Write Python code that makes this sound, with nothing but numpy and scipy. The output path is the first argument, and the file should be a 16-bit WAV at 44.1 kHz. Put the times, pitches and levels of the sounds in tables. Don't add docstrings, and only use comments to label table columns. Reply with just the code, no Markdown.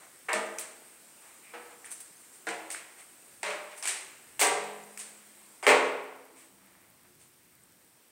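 import sys
import numpy as np
from scipy import signal
from scipy.fft import rfft, irfft
from scipy.io import wavfile
from scipy.ndimage import uniform_filter1d

SR = 44100
rng = np.random.default_rng(int(sys.argv[2]) if len(sys.argv) > 2 else 0)


def generate_wav(signal):
    frames = np.transpose(np.atleast_2d(signal))
    scaled = np.clip(frames, -1, 1) * 32767
    pcm = np.round(scaled).astype(np.int16)
    wavfile.write(sys.argv[1], SR, pcm)


def volts_from_db(level):
    exponent = np.asarray(level, float) / 20
    return 10 ** exponent


N = 357634

# start_s, level_db, sharpness_db, weight_db, brightness_db
BLOWS = [(0.331, -31.5, 21, 3.5, -1.5), (0.585, -47, 27.5, -12, 15), (1.535, -38.5, 0, -3.5, -23.5),
         (2.469, -32, 15, 0.5, -12), (2.488, -40, 17, 0, -2), (2.703, -44.5, 23, -12, 10),
         (2.746, -38.5, 15, -19, -22), (3.431, -29.5, 15.5, -3, -9.5), (3.461, -32, 3, -9.5, -13),
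         (3.505, -35, 15.5, -4, -10.5), (3.71, -46, 5, -15, -12), (3.826, -38.5, 15, -5, 4.5),
         (3.855, -35.5, 19.5, -5, 5.5), (3.874, -33.5, 20, -26, 8), (4.394, -27.5, 15, -4, 5.5),
         (4.413, -21.5, 17, 1, 1.5), (4.99, -49, 20, -3, 15), (5.6667, -16, 15, 2, -15),
         (5.691, -17, 15, -3, -14)]
# start_s, level_db, sharpness_db, weight_db, brightness_db
RAPS = [
    (0.285, -22.5, -1, -9, -22.5),
    (0.612, -43.5, 17, -13, -1),
    (1.844, -45, -5, -21, 1.5),
    (4.975, -47, 24, -19.5, 8),
    (5.627, -30.5, -3.5, 0, -8),
]
SNAP_SHARE, SOLID_SNAP_DB, HOLLOW_SNAP_DB = 0.46, -2, -12.5
# low_hz, high_hz
BANDS = [
    (250, 900),
    (900, 3200),
    (3200, 6500),
    (6500, 15000),
]
# pitch_hz, level_db per Hz
MIC = [(100, -60), (230, -32.5), (330, -5), (430, -11.5), (700, -4.5), (1500, -8), (2200, -4.5),
       (3400, -14.5), (5000, -18), (7000, -13), (8500, -4), (10000, -14), (12500, -26), (15800, -30)]
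# pitch_hz, t60_s
ROOM = [(150, 0.95), (400, 1), (1000, 0.96), (2700, 0.84), (5000, 0.64), (8500, 0.6), (14000, 0.19)]
# pitch_hz, fill_s
BUILD = [(200, 0.056), (700, 0.035), (2500, 0.012), (9000, 0.0083)]

# start_s, level_db, t60_s, swell_s
HEELS = [
    (.33, -34, 0.83, 0.011),
    (1.533, -47, 0.92, 0.0077),
    (2.47, -39.5, 0.74, 0.0038),
    (3.435, -37.5, 0.73, 0.028),
    (4.41, -26.5, 0.84, 0.053),
    (5.67, -21.5, 0.81, 0.0061),
]
# start_s, level_db, t60_s, swell_s
TOES = [
    (.286, -33, 0.69, 0.007),
    (5.626, -45, 0.37, .004),
]
# pitch_hz, width_hz, level_db
PANEL_A = [(340, 10, -7), (447, 27, -4), (624, 30, 1), (660, 20, -2), (872, 30, -7), (1217, 30, -5),
           (1572, 57, -9), (1787, 20, -9), (1915, 39, -9)]
PANEL_B = [(334, 21, -9), (483, 12, 0), (712, 20, -8), (760, 10, -9), (834, 58, -5), (1298, 30, -5),
           (1500, 29, -9)]
PANEL_C = [(322, 3, -1), (458, 41, -2), (576, 20, -7), (716, 30, 0), (834, 20, -6), (985, 40, -6),
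           (1437, 50, -6), (1720, 56, -5), (2040, 41, -6)]
PANEL_D = [(428, 15, -3), (568, 10, -1), (616, 15, -2), (958, 36, -6), (1111, 40, -5), (1396, 40, -7),
           (1563, 20, -7), (1725, 29, -8), (2080, 60, -4)]
PANEL_E = [(420, 6, -2), (469, 8, -4), (575, 28, -3), (727, 20, -3), (792, 20, -3), (950, 59, -3),
           (1012, 20, -5), (1160, 26, -4), (1583, 60, -7), (1830, 42, -8), (2056, 32, -6)]
PANEL_F = [(268, 8, -11), (420, 6, 0), (451, 10, -4), (494, 10, -3), (592, 12, -2), (836, 20, -5),
           (942, 15, -5), (1100, 6, -9), (1850, 49, -9), (2062, 50, -6), (2116, 30, -7), (2342, 30, -6),
           (2560, 60, -8), (2750, 36, -10)]
# pitch_hz, width_hz, level_db
PANEL_TOE = [(460, 20, -9), (775, 30, -8), (969, 15, -5), (1464, 40, -12), (1782, 15, 0), (2213, 30, -3),
             (2676, 40, -10), (2821, 40, -12)]
SPLIT_HZ, SIDE_SHARE = 3, .28
# start_s, level_db, pitch_hz, t60_s
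JOISTS = [(.335, -40, 207.5, .6), (.34, -47, 262, .7), (.345, -34, 635, .5), (.7, -70, 215, 2.5),
          (1.54, -59, 230, .55), (2.47, -49, 201, .43), (2.47, -62, 146.5, .68), (2.5, -46, 322, .7),
          (3.44, -55, 196.6, .9), (3.485, -36, 600, .8), (3.86, -54, 382, 1.1), (4.48, -56, 159.5, 1.4),
          (4.5, -38, 420, .8), (4.64, -64, 12020, 1.2), (5.67, -49, 135, .61), (5.68, -28, 592, .45),
          (5.69, -45, 197.5, .9), (5.71, -28, 1100, .7), (5.75, -35, 835, .45), (5.79, -36, 497, .7),
          (5.9, -61, 267, 3.5), (6.19, -54, 497, .5), (6.3, -61, 330, 1.4), (6.5, -62, 195, 1.5),
          (7.04, -68, 358, 2.1)]

# start_s,
# length_s, low_db, high_db
SCUFFS = [(0, .1, -57, -66), (1.2, 0.2, -61.5, -60.5), (1.41, 0.38, -64.5, -78), (1.7, 0.064, -56, -62),
          (1.85, 0.047, -65, -58), (2.16, 0.18, -91, -60.5), (2.32, 0.075, -83, -55.5),
          (2.71, 0.055, -71, -42.5), (2.76, 0.065, -58, -53), (2.98, 0.059, -58, -54),
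          (3.86, 0.16, -52.5, -45.5), (6.35, 0.13, -62, -57), (7.19, 0.082, -69, -59.5),
          (7.04, 0.035, -63, -79), (6.55, 0.42, -66, -80)]
# start_s, level_db, pitch_hz, ring_cycles
PIPS = [(.586, -24, 6000, 8.7), (.586, -33, 2250, 4.5), (.613, -29, 8800, 12), (.337, -24, 1150, 5),
        (.338, -23, 2350, 9), (3.511, -29, 2600, 9), (3.535, -28, 1500, 2.5), (3.737, -41, 1900, 3.5),
        (1.844, -39, 1900, 5), (1.854, -38, 8500, 14), (1.859, -38, 9100, 44), (1.953, -41, 7000, 4.5),
        (2.168, -52, 6370, 37), (2.704, -30, 2100, 5.5), (2.747, -28, 1850, 7), (2.777, -36, 2400, 3.5),
        (2.473, -26, 1700, 5), (2.49, -25, 2000, 4), (2.48, -29, 1550, 14), (4.399, -22, 7000, 6),
        (4.419, -17, 2300, 5), (3.4318, -22, 8200, 10), (3.826, -29, 5500, 9), (3.8555, -22, 8800, 9),
        (3.8555, -27, 3000, 4), (3.8742, -19, 8300, 8), (3.8742, -26, 2200, 3), (4.836, -44, 7200, 36),
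        (4.975, -37, 2500, 5), (4.975, -36, 5400, 7), (5.638, -37, 4900, 18), (5.6465, -42, 4900, 17),
        (5.667, -11, 2400, 5), (6.752, -48, 1560, 2.7), (7.636, -45, 8500, 14.8), (7.723, -49, 7500, 4),
        (7.083, -52, 8600, 14)]
# start_s, level_db, length_s
DUST = [(.592, -32, .029), (1.912, -42, .025), (2.003, -41, .017), (2.712, -44, .04), (3.775, -52, .016),
        (4.396, -25, .085), (4.98, -52, .035), (5.668, -35, .1)]
# start_s, level_db
JINGLES = [(1.903, -45), (1.913, -38), (1.93, -46), (1.951, -52), (2.001, -42), (3.7615, -53),
           (3.7748, -42), (3.7944, -49)]
# pitch_hz, width_hz, level_db
METAL = [(6130, 250, -7.5), (7460, 160, -8), (8500, 184, 1), (8900, 104, 1), (10700, 80, 0),
         (12000, 100, -21), (13300, 80, -12), (14400, 120, -20)]
# start_s, length_s, level_db, pitch_hz
CREAKS = [
    (1.415, 0.13, -58.5, 2280),
    (2.985, .06, -62, 2170),
    (6.6, 0.306, -72.5, 2220),
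]

# start_s, level_db
CLICKS = [(7.153, -48), (7.553, -51.5), (7.723, -49), (6.904, -53), (6.254, -37)]
TICKS = [.19, .804, .953, 1.243, 1.343, 1.663, 1.793, 2.129, 2.613, 3.223, 3.283, 3.343, 3.643, 4.113,
         4.243, 4.643, 4.863, 5.093, 5.273, 5.393, 5.493, 5.923, 6.043, 6.163, 6.253, 6.663, 6.903, 7.153,
         7.553, 7.723]
SOFT_TICKS = [1.058, 1.385, 2.303, 2.363, 2.619, 2.659, 4.31, 4.687, 4.945, 5.1, 5.139, 5.292, 5.352, 5.463,
              5.525, 5.586, 6.39, 6.42, 6.818, 7.012, 7.035, 7.338, 7.51, 7.848]
CLOCK_S, CLOCK_START_S, FAINT_CHANCE = .01, .0033, .09
TICK_DB, TICK_SPREAD_DB, SOFT_TICK_DB, FAINT_TICK_DB = -44.5, 1.3, -48, -52
# pitch_hz, level_db
TICK_COLOUR = [(500, -26.5), (5000, -24), (11000, -7.0), (15500, -4.0), (17000, -50.0)]

# start_s, pitch_hz, level_db
HUM = [
    (4.55, 199, -54),
    (4.63, 205, -56.5),
    (5.06, 207.7, -66.5),
    (5.45, 210, -71),
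    (5.6, 203, -77),
]
# pitch_hz, level_db per Hz
HISS = [(30, -23), (100, -7.5), (300, 2.5), (1000, -14.5), (2500, -10.5), (5000, -11.5), (7200, -10),
        (8600, -2.5), (10000, -9), (12500, -8.5), (15800, -7)]
# start_s, level_db
HISS_DB = [
    (0, -59.5),
    (4.3, -59.5),
    (5.6, -60.5),
    (6.2, -62),
    (8.11, -63),
]
# pitch_hz, level_db per Hz
STIR = [(150, -14.5), (400, -5.5), (1200, -5.0), (2200, -5.5), (3500, -13.0), (6500, -12.0),
        (8500, 1.0), (10200, -10.5), (16000, -24)]
STIR_DB, STIR_LATE_DB, STIR_UNDER_HEEL_DB, STIR_T60_S, STIR_SWELL_S = -58, -64.5, -36.5, 2.2, 0.089
# pitch_hz, level_db per Hz
RUMBLE = [(30, -22), (60, -18.0), (100, -3.0), (200, -9.0), (500, -32.0), (2000, -63.0)]
RUMBLE_DB, RUMBLE_UNDER_HEEL_DB, RUMBLE_T60_S, RUMBLE_SWELL_S = -88, -40.5, .9, .02
# centre_s, width_s, level_db
GUSTS = [(2.14, 0.34, -90), (3.389, 0.063, -72), (4.4, 0.18, -68), (6.8, 0.35, -73.5), (7.152, 0.16, -73),
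         (7.58, 0.3, -69.5)]
SETTLE_S, SETTLE_WIDTH_S = 5.85, .15
LATE_DULL_DB, DULL_HZ = -6, 6000


def evened(x):
    return x / np.sqrt(np.mean(x ** 2) + 1e-20)


def read(points, hz):
    f, value = np.transpose(points)
    return np.interp(np.log(hz + 1), np.log(f + 1), value)


def add(mix, s, sound):
    part = mix[round(s * SR):][:len(sound)]
    part += sound[:len(part)]


def causal(gain_db):
    log_gain = np.log(volts_from_db(np.r_[gain_db, gain_db[-2:0:-1]]))
    return np.fft.ifft(np.exp(log_gain - 1j * signal.hilbert(log_gain).imag)).real


def tinted(hz, levels_db):
    base = read(MIC, hz)
    bend = []
    for (low, high), level_db in zip(BANDS, levels_db):
        inside = (hz >= low) & (hz < high)
        held_db = 10 * np.log10(np.sum(volts_from_db(2 * base[inside])) / len(hz))
        bend.append((np.sqrt(low * high), level_db - held_db))
    return base + read(bend, hz)


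def blow(db, sharp_db, weight_db, bright_db, snap_db):
    crack_db = db + sharp_db
    tail_db = db + np.array([weight_db, 0, snap_db + SNAP_SHARE * bright_db, bright_db])
    size = round(1.3 * SR)
    seconds = np.arange(size) / SR
    fine_hz = np.fft.rfftfreq(size, 1 / SR)
    modes_db = evened(uniform_filter1d(rng.standard_normal(len(fine_hz)), size=8))
    modes_db = 5.7 * modes_db / (1 + fine_hz / 1500)
    taps = irfft(rfft(rng.standard_normal(size)) * volts_from_db(modes_db - modes_db.std()), size)
    taps *= volts_from_db(4.31 * np.minimum(rng.exponential(1, size), 4) * np.exp(-seconds / 0.067))
    hz, t, z = signal.stft(taps, SR, nperseg=256)
    fill = 0.26 + 0.75 * (1 - np.exp(-t / read(BUILD, hz)[:, None]))
    fall_db = -60 * t / read(ROOM, hz)[:, None]
    decay = 0.66 * volts_from_db(fall_db) + 0.17 * volts_from_db(6.9 * fall_db)
    colour = volts_from_db(tinted(hz, tail_db) - 5.0)[:, None]
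    tail = signal.istft(z * fill * decay * colour, SR, nperseg=256)[1][:size]
    tail *= np.minimum(seconds / 0.0011, 1)
    crack_colour_db = tinted(np.fft.rfftfreq(1024, 1 / SR), np.add(tail_db, [-6.5, 2.0, -4.5, 0.5]))
    burst = rng.standard_normal(200) * volts_from_db(-60 * np.arange(200) / SR / 0.016)
    crack = np.convolve(causal(crack_colour_db)[:512], burst)
    add(tail, 0, volts_from_db(crack_db - 6.0) * crack / abs(crack).max())
    return signal.sosfilt(signal.butter(4, 365, "high", fs=SR, output="sos"), tail)


def panel(db, t60, swell, modes):
    t = np.arange(round(1.5 * SR)) / SR
    ring = np.zeros(len(t))
    for hz, width, mode_db in modes:
        fall = volts_from_db(mode_db - 60 * t / t60 * (hz / 500) ** 0.15)
        rise = 1 - np.exp(-t / swell * (hz / 500))
        below = -SPLIT_HZ - width * rng.random()
        above = SPLIT_HZ + width * rng.random()
        for offset, share in [(0, 1), (below, SIDE_SHARE), (above, SIDE_SHARE)]:
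            ring += share * fall * rise * np.sin(2 * np.pi * ((hz + offset) * t + rng.random()))
    return volts_from_db(db) * ring


def joist(db, hz, t60):
    t = np.arange(round(1.5 * SR)) / SR
    waver = 1 + .45 * np.sin(2 * np.pi * rng.uniform(4.4, 9) * t)
    return volts_from_db(db - 60 * t / t60) * np.sin(2 * np.pi * hz * t) * (1 - np.exp(-t / 0.029)) * waver


def scuff(length, low_db, high_db):
    size = round(.6 * SR)
    t = np.arange(size) / SR / length
    grit = evened(rng.standard_normal(size) * volts_from_db(2.3 * rng.exponential(1, size)))
    colour_db = tinted(np.fft.rfftfreq(size, 1 / SR), [low_db - 7.0, low_db, high_db - 9.5, high_db])
    stroke = 3 * t * np.exp(1 - 3 * t)
    return irfft(rfft(grit) * volts_from_db(colour_db), size) * stroke


def pip(db, hz, cycles):
    t = np.arange(round(cycles / hz * SR)) / SR
    return volts_from_db(db) * np.hanning(len(t)) * np.sin(2 * np.pi * hz * t)


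def dust(db, length):
    t = np.arange(round(.4 * SR)) / SR / length
    treble = signal.butter(2, 10500, "high", fs=SR, output="sos")
    spray = signal.sosfilt(treble, rng.standard_normal(len(t)))
    return volts_from_db(db) * spray * np.minimum(t * 11.0, 1) * np.exp(-2.3 * t)


def jingle(db):
    t = np.arange(round(.2 * SR)) / SR
    ring = np.zeros(len(t))
    for hz, width, mode_db in METAL:
        for offset in (0, width * rng.uniform(-0.91, 1)):
            fall = volts_from_db(mode_db + 1.4 * rng.standard_normal() - 60 * t / 0.15)
            ring += fall * np.sin(2 * np.pi * ((hz + offset) * t + rng.random()))
    puff = scuff(0.018, -11.5, 0)[:len(t)] + 0.39 * scuff(0.11, -21.0, 0)[:len(t)]
    return volts_from_db(db) * (0.39 * ring * np.minimum(t / 0.0039, 1) + .5 * puff)


def creak(length, db, hz):
    size = round(length * SR)
    band = signal.butter(2, [hz * .88, hz * 1.14], "band", fs=SR, output="sos")
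    rub = evened(signal.sosfilt(band, rng.standard_normal(16384)))[:size]
    return volts_from_db(db) * rub * signal.windows.tukey(size, .5)


def click(db):
    return volts_from_db(db) * np.array([.4, -1, .5, .1])


def tick(db):
    sound = causal(read(TICK_COLOUR, np.fft.rfftfreq(512, 1 / SR)))[:200]
    return volts_from_db(db - .8) * rng.choice([-1, 1]) * sound / abs(sound).max()


def ticks():
    clear = [(s, TICK_DB + TICK_SPREAD_DB * rng.standard_normal()) for s in TICKS]
    soft = [(s, SOFT_TICK_DB) for s in SOFT_TICKS]
    faint = []
    for s in np.arange(CLOCK_START_S, N / SR, CLOCK_S):
        if rng.random() < FAINT_CHANCE:
            faint.append((s, FAINT_TICK_DB + 4.0 * (rng.random() - .5)))
    return faint + soft + clear


def hum():
    s, hz, db = np.transpose(HUM)
    t = np.arange(s[0], s[-1], 1 / SR)
    tone = np.sqrt(2) * np.sin(2 * np.pi * np.cumsum(np.interp(t, s, hz)) / SR)
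    return s[0], volts_from_db(np.interp(t, s, db)) * tone * signal.windows.tukey(len(t), .2)


def after_heels(t, under_db, t60, swell):
    start, level_db = np.array(HEELS)[:, :2].T[:, :, None]
    age = np.maximum(t - start, 0)
    return np.sum(volts_from_db(level_db + under_db - 60 * age / t60) * (1 - np.exp(-age / swell)), axis=0)


def background():
    frames, hz = N // 256 + 5, np.fft.rfftfreq(1024, 1 / SR)
    t = np.arange(frames) * 256 / SR
    settled = .5 + .5 * np.tanh((t - SETTLE_S) / SETTLE_WIDTH_S)
    hiss = volts_from_db(np.interp(t, *np.transpose(HISS_DB)))
    stir = volts_from_db(STIR_DB + (STIR_LATE_DB - STIR_DB) * settled)
    stir = stir + after_heels(t, STIR_UNDER_HEEL_DB, STIR_T60_S, STIR_SWELL_S)
    rumble = volts_from_db(RUMBLE_DB) + after_heels(t, RUMBLE_UNDER_HEEL_DB, RUMBLE_T60_S, RUMBLE_SWELL_S)
    for s, width, db in GUSTS:
        rumble = rumble + volts_from_db(db) * np.exp(-((t - s) / width) ** 2)
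    dull_db = LATE_DULL_DB * settled * (hz[:, None] > DULL_HZ)
    layers = [(HISS, hiss, .5, 0), (STIR, stir, 1.5, dull_db), (RUMBLE, rumble, 1.2, 0)]
    out = np.zeros(N)
    for colour, gain, patchy_db, late_db in layers:
        a, b, patches = rng.standard_normal((frames, 513, 3)).T
        patches = evened(uniform_filter1d(uniform_filter1d(patches, 12, 0), 14, 1))
        z = (a + 1j * b) * volts_from_db(read(colour, hz)[:, None] + patchy_db * patches + late_db)
        noise = signal.istft(z, nperseg=1024, noverlap=768)[1][:N]
        out += np.interp(np.arange(N) / SR, t, gain) * evened(noise)
    return out


def scene():
    mix = background()
    solid = [(*row, SOLID_SNAP_DB) for row in BLOWS]
    hollow = [(*row, HOLLOW_SNAP_DB) for row in RAPS]
    sources = [(solid + hollow, blow), (JOISTS, joist), (SCUFFS, scuff), (PIPS, pip), (DUST, dust),
               (JINGLES, jingle), (CREAKS, creak), (CLICKS, click), (ticks(), tick)]
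    for table, source in sources:
        for s, *row in table:
            add(mix, s, source(*row))
    for (s, *row), modes in zip(HEELS, [PANEL_A, PANEL_B, PANEL_C, PANEL_D, PANEL_E, PANEL_F]):
        add(mix, s, panel(*row, modes))
    for s, *row in TOES:
        add(mix, s, panel(*row, PANEL_TOE))
    add(mix, *hum())
    return mix[None]


def top_cut(x):
    return signal.sosfilt(signal.butter(12, 16630, fs=SR, output="sos"), x)


def record(dry):
    thin = signal.sosfilt(signal.butter(1, 90, "high", fs=SR, output="sos"), dry)
    edge = signal.firwin(511, 15850, window=("kaiser", 9), fs=SR)
    mix = signal.oaconvolve(thin, edge[None], "same")
    return top_cut(mix)


dry = scene()
out = record(dry)
generate_wav(out)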